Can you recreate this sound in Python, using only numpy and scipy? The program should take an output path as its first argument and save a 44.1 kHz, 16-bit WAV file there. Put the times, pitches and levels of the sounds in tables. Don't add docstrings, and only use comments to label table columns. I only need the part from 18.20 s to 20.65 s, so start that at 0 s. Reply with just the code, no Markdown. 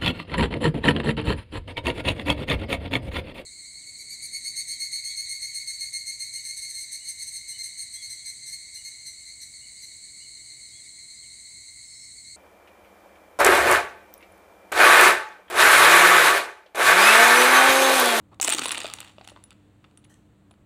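import sys
import numpy as np
from scipy import signal
from scipy.fft import rfft, irfft, next_fast_len
from scipy.io import wavfile

SR = 44100
rng = np.random.default_rng(int(sys.argv[2]) if len(sys.argv) > 2 else 0)


def persist_wave(psi):
    counts = np.round(np.clip(psi, -1, 1) * 32767).astype(np.int16)
    wavfile.write(sys.argv[1], SR, np.atleast_2d(counts).T)


def boost_factor(decibels):
    exponent = np.asarray(decibels, float) / 20
    return 10 ** exponent


N = 108045

# f/Hz, level/dB per Hz
AIR = [(38, -20), (62, -1.5), (80, -8), (130, -3), (330, -11), (4000, -35.5), (5300, -47), (7800, -36.5),
       (11500, -48.5), (15000, -45.5)]
# f/Hz, level/dB rms
HUM = [
    (99.5, -61.5),
    (199, -66.5),
    (300, -66.5),
]
# t/s, level/dB
ROLL = [(.19, -99), (.2, -67), (.23, -37), (.36, -40), (.55, -40), (.72, -48), (.88, -51.5), (.95, -60),
        (1.1, -57.5), (1.35, -71.5), (2.45, -80.5)]
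# t/s, length/s
BRUSH_TIMES = [
    (.112, .036),
    (.142, .007),
]
# level/dB, tick share/dB, thud share/dB
BRUSH_LEVELS = [
    (-67.5, -13, 15.5),
    (-61, -3.5, -10),
]
# f/Hz, level/dB, t60/s
SLIDE_MODES = [(1874, -3, .009), (3150, -7, 0.012), (4200, -13, 0.0084), (6380, -8, 0.0031),
               (7880, -3, 0.0015)]
# t/s, level/dB, f/Hz
KNOCKS = [(0.1993, -29, 790), (0.248, -26.5, 1000), (0.2805, -25.5, 1300), (0.2844, -23, 676),
          (0.335, -41, 1070), (0.3466, -30.5, 335.3), (0.392, -26, 1520), (0.395, -33.5, 272),
          (0.4175, -27.5, 1440), (0.419, -34, 276), (0.4567, -23.5, 1003), (0.458, -35.5, 487),
          (0.5795, -37, 750), (0.6459, -26.5, 645), (0.9829, -41, 618), (1.011, -41.5, 760),
          (1.0745, -45, 794), (1.1185, -45.5, 580), (1.1628, -43, 1090), (1.166, -47.5, 1020),
          (1.173, -45, 1050), (1.3188, -50, 1400), (1.6426, -51, 1260), (1.6473, -53.5, 1300),
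          (1.85, -51, 2906), (2.311, -52, 700), (2.34, -60.5, 1390)]
# ratio to its pitch, level/dB, decay by 60 dB/cycles
KNOCK_MODES = [(.68, -4.5, 6), (1, 3.5, 12), (1.35, -1, 9), (1.8, -8.5, 12.5)]
# t/s, upper ring level/dB, lower ring level/dB
PING_HITS = [(0.2445, -36, -24.5), (0.257, -26.5, -31.5), (0.2972, -25, -24), (0.3223, -51, -9.5),
             (0.3367, -35.5, -19), (0.411, -51, -33.5), (0.438, -40, -27), (0.451, -34, -27),
             (0.4591, -24.5, -25), (0.479, -27, -26), (0.515, -19.5, -39), (0.5807, -49, -25),
             (0.6166, -58, -35), (0.635, -60, -35.5), (0.788, -50, -60), (0.813, -69, -51),
             (0.832, -58, -54), (1.049, -58, -74.5), (1.0763, -48.5, -66), (1.087, -53, -72),
             (1.103, -46, -79), (1.2386, -38, -62), (1.3067, -57, -68), (1.7736, -47.5, -43.5),
             (1.8444, -49, -64), (2.3116, -53.5, -81)]
# f/Hz, t60/s, twin f/Hz, twin level/dB, twin t60/s
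PIN_RINGS = [
    (9920, .05, 9960, -16, .15),
    (8600, .036, 8635, -20, .12),
]
# f/Hz, level/dB, t60/s
CLACK = [(1324, -6, 0.011), (1960, 0, 0.0054), (2554, -3, 0.011), (2878, 1, 0.0083), (3610, -0.5, 0.0094),
         (4375, -4.5, 0.0086)]
# f/Hz, level/dB, t60/s
TICK = [(5740, -7.5, 0.0069), (7140, -2, 0.0057), (7856, -4, 0.0075), (8364, -4.5, 0.0081),
        (9650, -11, 0.012), (12000, -18.5, 0.0077), (14600, -17.5, 0.0095)]
# f/Hz, level/dB, t60/s
THUD = [(305.2, -4.5, .035), (540, -2.5, 0.011), (864, -1.5, 0.028), (1176, 0, 0.016)]
# t/s, clack level/dB, tick level/dB
CONTACTS = [(0.1995, -20, -35), (0.2004, -30, -37.5), (0.2126, -33.5, -47), (0.2135, -24, -9.5),
            (0.218, -24, -17.5), (0.2204, -24, -14), (0.2272, -19, -12.5), (0.2295, -25.5, -22),
            (0.238, -31, -21.5), (0.242, -29, -18.5), (0.2462, -22.5, -10.5), (0.2494, -25, -16.5),
            (0.253, -35.5, -25), (0.2571, -33.5, -27.5), (0.2658, -29, -36.5), (0.272, -20.5, -22),
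            (0.276, -13.5, -19.5), (0.2808, -8.5, -13.5), (0.2918, -21, -11.5), (0.2989, -14.5, -13.5),
            (0.3026, -15, -10.5), (0.307, -14, -30.5), (0.3092, -21.5, -29.5), (0.3154, -20.5, -24),
            (0.3185, -17.5, -22), (0.3241, -7, -21.5), (0.3264, -16.5, -20), (0.3323, -15, -14.5),
            (0.3354, -14.5, -17.5), (0.3384, -17.5, -16.5), (0.348, -17.5, -14.5), (0.3527, -25, -26.5),
            (0.3623, -30.5, -32), (0.3663, -32.5, -26), (0.369, -32, -36), (0.3731, -54, -31),
            (0.3768, -74, -26), (0.384, -11, -18.5), (0.391, -9, -35), (0.394, -20, -17),
            (0.4183, -17, -25), (0.4224, -21, -27), (0.429, -43, -27), (0.4349, -17, -27), (0.439, -22, -26),
           (0.4429, -19, -29), (0.4461, -24, -24), (0.4567, -14.5, -21), (0.4623, -21, -27),
           (0.4727, -22, -42.5), (0.4806, -21, -35), (0.4844, -20, -23), (0.4924, -16, -20.5),
           (0.5074, -13.5, -33), (0.5109, -23, -42), (0.5184, -17, -19), (0.5208, -17, -16),
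           (0.5256, -15, -25), (0.533, -25.5, -48), (0.5465, -18, -26), (0.5498, -17, -34),
           (0.552, -30, -45.5), (0.5546, -20.5, -31), (0.5692, -31, -49), (0.5717, -21, -41),
           (0.575, -20.5, -31), (0.5794, -18.5, -26.5), (0.5893, -32, -39), (0.6007, -37, -37),
           (0.6033, -21, -24), (0.6063, -26, -34), (0.616, -19, -39), (0.622, -25.5, -46),
           (0.6305, -32, -46), (0.6336, -31, -29.5), (0.6423, -29, -43), (0.6442, -23.5, -38),
           (0.647, -36, -38), (0.6491, -40, -47), (0.6507, -26, -52), (0.6558, -19, -39),
           (0.6664, -24, -31.5), (0.6712, -32, -49), (0.6779, -29, -34), (0.6852, -27, -44),
           (0.6887, -42, -49), (0.6994, -23.5, -32.5), (0.7117, -36, -46), (0.7153, -33, -47),
           (0.7267, -36, -54), (0.7313, -34, -52), (0.7371, -24, -20.5),
            (0.764, -62, -40), (0.7862, -27, -43), (0.8039, -26, -22), (0.813, -30.5, -54),
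          (0.8451, -36, -41.5), (0.8477, -35, -43), (0.9832, -39, -68), (0.9968, -54, -72),
          (1.0122, -40, -63), (1.016, -43.5, -66), (1.0358, -51.5, -62), (1.0449, -39, -44),
          (1.0488, -38.5, -50), (1.0753, -30.5, -33.5), (1.087, -31.5, -43), (1.097, -35, -42),
          (1.1622, -42.5, -70), (1.1685, -53, -70), (1.1728, -52, -64), (1.1915, -55, -71),
          (1.2386, -42.5, -41.5), (1.3065, -38, -42), (1.3138, -42.5, -68), (1.319, -51, -69),
          (1.3231, -46, -68), (1.6424, -45.5, -64), (1.6459, -42.5, -72), (1.6501, -47.5, -73),
          (1.7116, -50.5, -65), (1.7745, -47.5, -49.5), (1.8412, -49, -68), (1.8525, -49, -68),
          (1.9414, -51, -50), (2.3101, -49.5, -56.5), (2.3137, -49, -66), (2.3392, -56, -80),
            (0.2243, -29, -24.5), (0.2314, -27.5, -18), (0.2767, -14.5, -15), (0.2831, -16.5, -21.5),
         (0.38, -20.5, -26.5), (.4155, -26, -28), (0.829, -31.5, -50), (.8752, -35, -55), (0.884, -47, -56),
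         (.8962, -41, -57), (1.101, -37, -49), (1.328, -48, -54), (1.8458, -55, -52)]

DETUNE = 0.05


def rms_one(x):
    return x / np.sqrt(np.mean(x ** 2) + 1e-20)


def drift(rate):
    r = np.exp(-80 * np.pi * rate / SR)
    noise = rng.standard_normal(N // 40 + 2002)
    slow = signal.lfilter([1], [1, -2 * r, r * r], noise)[2000:]
    return np.interp(np.arange(N) / 40, np.arange(len(slow)), rms_one(slow))


def ring(clicks, hz, t60):
    r = boost_factor(-60 / (max(t60, 0.0008) * SR))
    w = 2 * np.pi * hz / SR
    return signal.lfilter([0, np.sin(w)], [1, -2 * r * np.cos(w), r * r], clicks + 1e-18)


def air():
    hz, t = np.fft.rfftfreq(N, 1 / SR), np.arange(N) / SR
    at, db = np.transpose(AIR)
    colour = boost_factor(np.interp(np.log(hz + 1), np.log(at), db))
    hiss = irfft(rfft(rng.standard_normal(N)) * colour, N)
    hum = 0
    for f, level_db in HUM:
        swell = boost_factor(level_db + 1.5 * drift(4.8))
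        hum = hum + np.sqrt(2) * swell * np.sin(2 * np.pi * f * t + drift(16))
    return boost_factor(-61) * rms_one(hiss) + hum


def room(x):
    t60_s, wall_cut_hz = 0.32, 4500
    size = next_fast_len(N + SR)
    w = 2 * np.pi * np.fft.rfftfreq(size)
    dull = 1 / (1 + 1j * w * SR / (2 * np.pi * wall_cut_hz))
    echo = 0
    for k, lag in enumerate(rng.uniform(0.004, 0.03, 10) * SR):
        loop = boost_factor(-60 * lag / SR / t60_s) * dull ** 0.56 * np.exp(-1j * w * int(lag))
        echo = echo + (-1) ** k * loop / (1 - loop)
    return irfft(rfft(x, size) * echo, size)[:N]


def rattle(modes, jolts):
    out = 0
    for step in (-1, 0, 1):
        for hz, db, t60 in modes:
            drive = rng.standard_normal(N) * (1 + jolts)
            out = out + boost_factor(db) * ring(drive, hz * np.exp(DETUNE * step), t60)
    return rms_one(out)


def rolling():
    lively_db, jolts_per_s = -53.5, 300
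    t = np.arange(N) / SR
    roll_db = np.interp(t, *np.transpose(ROLL))
    lively = boost_factor(np.clip(roll_db - lively_db, -30, 0))
    jolt_size = 12 * boost_factor(1.1 * np.minimum(rng.exponential(1, N), 3))
    jolts = jolt_size * (rng.random(N) < jolts_per_s / SR)

    def surface(modes):
        return lively * rattle(modes, jolts) + (1 - lively) * rattle(modes, 0)

    clack, tick, thud = surface(CLACK), surface(TICK), surface(THUD)
    out = boost_factor(roll_db - 3.5 + 0.83 * drift(40)) * (clack + boost_factor(-7.5) * tick + boost_factor(-3) * thud)
    nudges = boost_factor(roll_db - 25) * lively * rms_one(jolts * rng.standard_normal(N))
    for share, (_, _, hz, _, t60) in zip((0.5, 1), PIN_RINGS):
        out = out + ring(nudges, hz, t60) / np.sqrt(t60 * SR / 28) * share
    for (start, length), (db, tick_db, thud_db) in zip(BRUSH_TIMES, BRUSH_LEVELS):
        swell = np.sin(np.pi * np.clip((t - start) / length, 0, 1))
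        out = out + boost_factor(db) * swell * (clack + boost_factor(tick_db) * tick + boost_factor(thud_db) * thud)
    return out


def slide():
    start_s, rise_s, fade_s = 1.894, 0.0045, 0.043
    t = np.maximum(np.arange(N) / SR - start_s, 0)
    noise = rng.standard_normal(N)
    hiss = sum(boost_factor(db) * rms_one(ring(noise, hz, t60)) for hz, db, t60 in SLIDE_MODES)
    return boost_factor(-60) * (1 - np.exp(-t / rise_s)) * np.exp(-(t / fade_s) ** 0.85) * hiss


def knocks():
    out, t = np.zeros(N + SR), np.arange(4000) / SR
    spreads_db = rng.standard_normal((len(KNOCKS), len(KNOCK_MODES)))
    for (s, db, hz), spread_db in zip(KNOCKS, spreads_db):
        i = int(s * SR)
        for (ratio, level_db, cycles), own_db in zip(KNOCK_MODES, spread_db):
            turns = hz * ratio * t
            envelope = boost_factor(-60 * turns / cycles) * (1 - np.exp(-turns / 0.41))
            level = boost_factor(db + 5 + level_db + (ratio != 1) * own_db)
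            out[i:i + len(t)] += level * envelope * np.sin(2 * np.pi * turns)
    return out[:N]


def pin_rings():
    out, t = np.zeros(N + SR), np.arange(6000) / SR
    attack = 1 - np.exp(-t / 0.00011)
    for (s, *levels), offs in zip(PING_HITS, rng.standard_normal((len(PING_HITS), 2))):
        i = int(s * SR)
        for db, off, (hz, t60, twin_hz, twin_db, twin_t60) in zip(levels, offs, PIN_RINGS):
            turn = 2 * np.pi * t * np.exp(0.002 * off)
            main = boost_factor(-60 * t / t60) * np.sin(hz * turn)
            twin = boost_factor(twin_db - 60 * t / twin_t60) * np.sin(twin_hz * turn)
            out[i:i + len(t)] += boost_factor(db - 4) * attack * (main + twin)
    return out[:N]


def struck(s, db, modes):
    contact_s, spread_db, soften_cycles = 0.0002, 1.5, 0.45
    draw = rng.standard_normal((len(s), len(modes), 4))
    t, out = np.arange(1600) / SR, np.zeros(N + SR)
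    for k, (hz, level_db, t60) in enumerate(modes):
        spread, off, late, side = draw[:, k].T[..., None]
        start = s[:, None] + contact_s * np.minimum(abs(late), 2)
        envelope = boost_factor(-60 * t / t60) * (1 - np.exp(-t * hz / soften_cycles))
        tone = np.sin(2 * np.pi * hz * np.exp(DETUNE * off) * t)
        size = boost_factor(db[:, None] + level_db + spread_db * spread) * np.sign(side)
        places = (start * SR).astype(int) + np.arange(len(t))
        out += np.bincount(places.ravel(), (size * envelope * tone).ravel(), N + SR)
    return out[:N]


def contacts():
    s, clack_db, tick_db = np.transpose(CONTACTS)
    clack = struck(s, clack_db - 9, CLACK * 2)
    tick = struck(s, tick_db - 3.5, TICK * 2)
    thud = struck(s, clack_db - 19.5, THUD)
    return clack + tick + thud


def scene():
    lane = contacts() + knocks() + slide() + pin_rings() + rolling()
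    lane = signal.sosfilt(signal.butter(2, 250, "high", fs=SR, output="sos"), lane)
    return (lane + boost_factor(-21) * room(lane) + air())[None]


def band_limit(x):
    return signal.sosfilt(signal.butter(12, 16810, fs=SR, output="sos"), x)


def record(dry):
    mix = signal.sosfilt(signal.cheby2(12, 60, 16900, fs=SR, output="sos"), dry)
    return band_limit(mix)


dry = scene()
out = record(dry)
persist_wave(out)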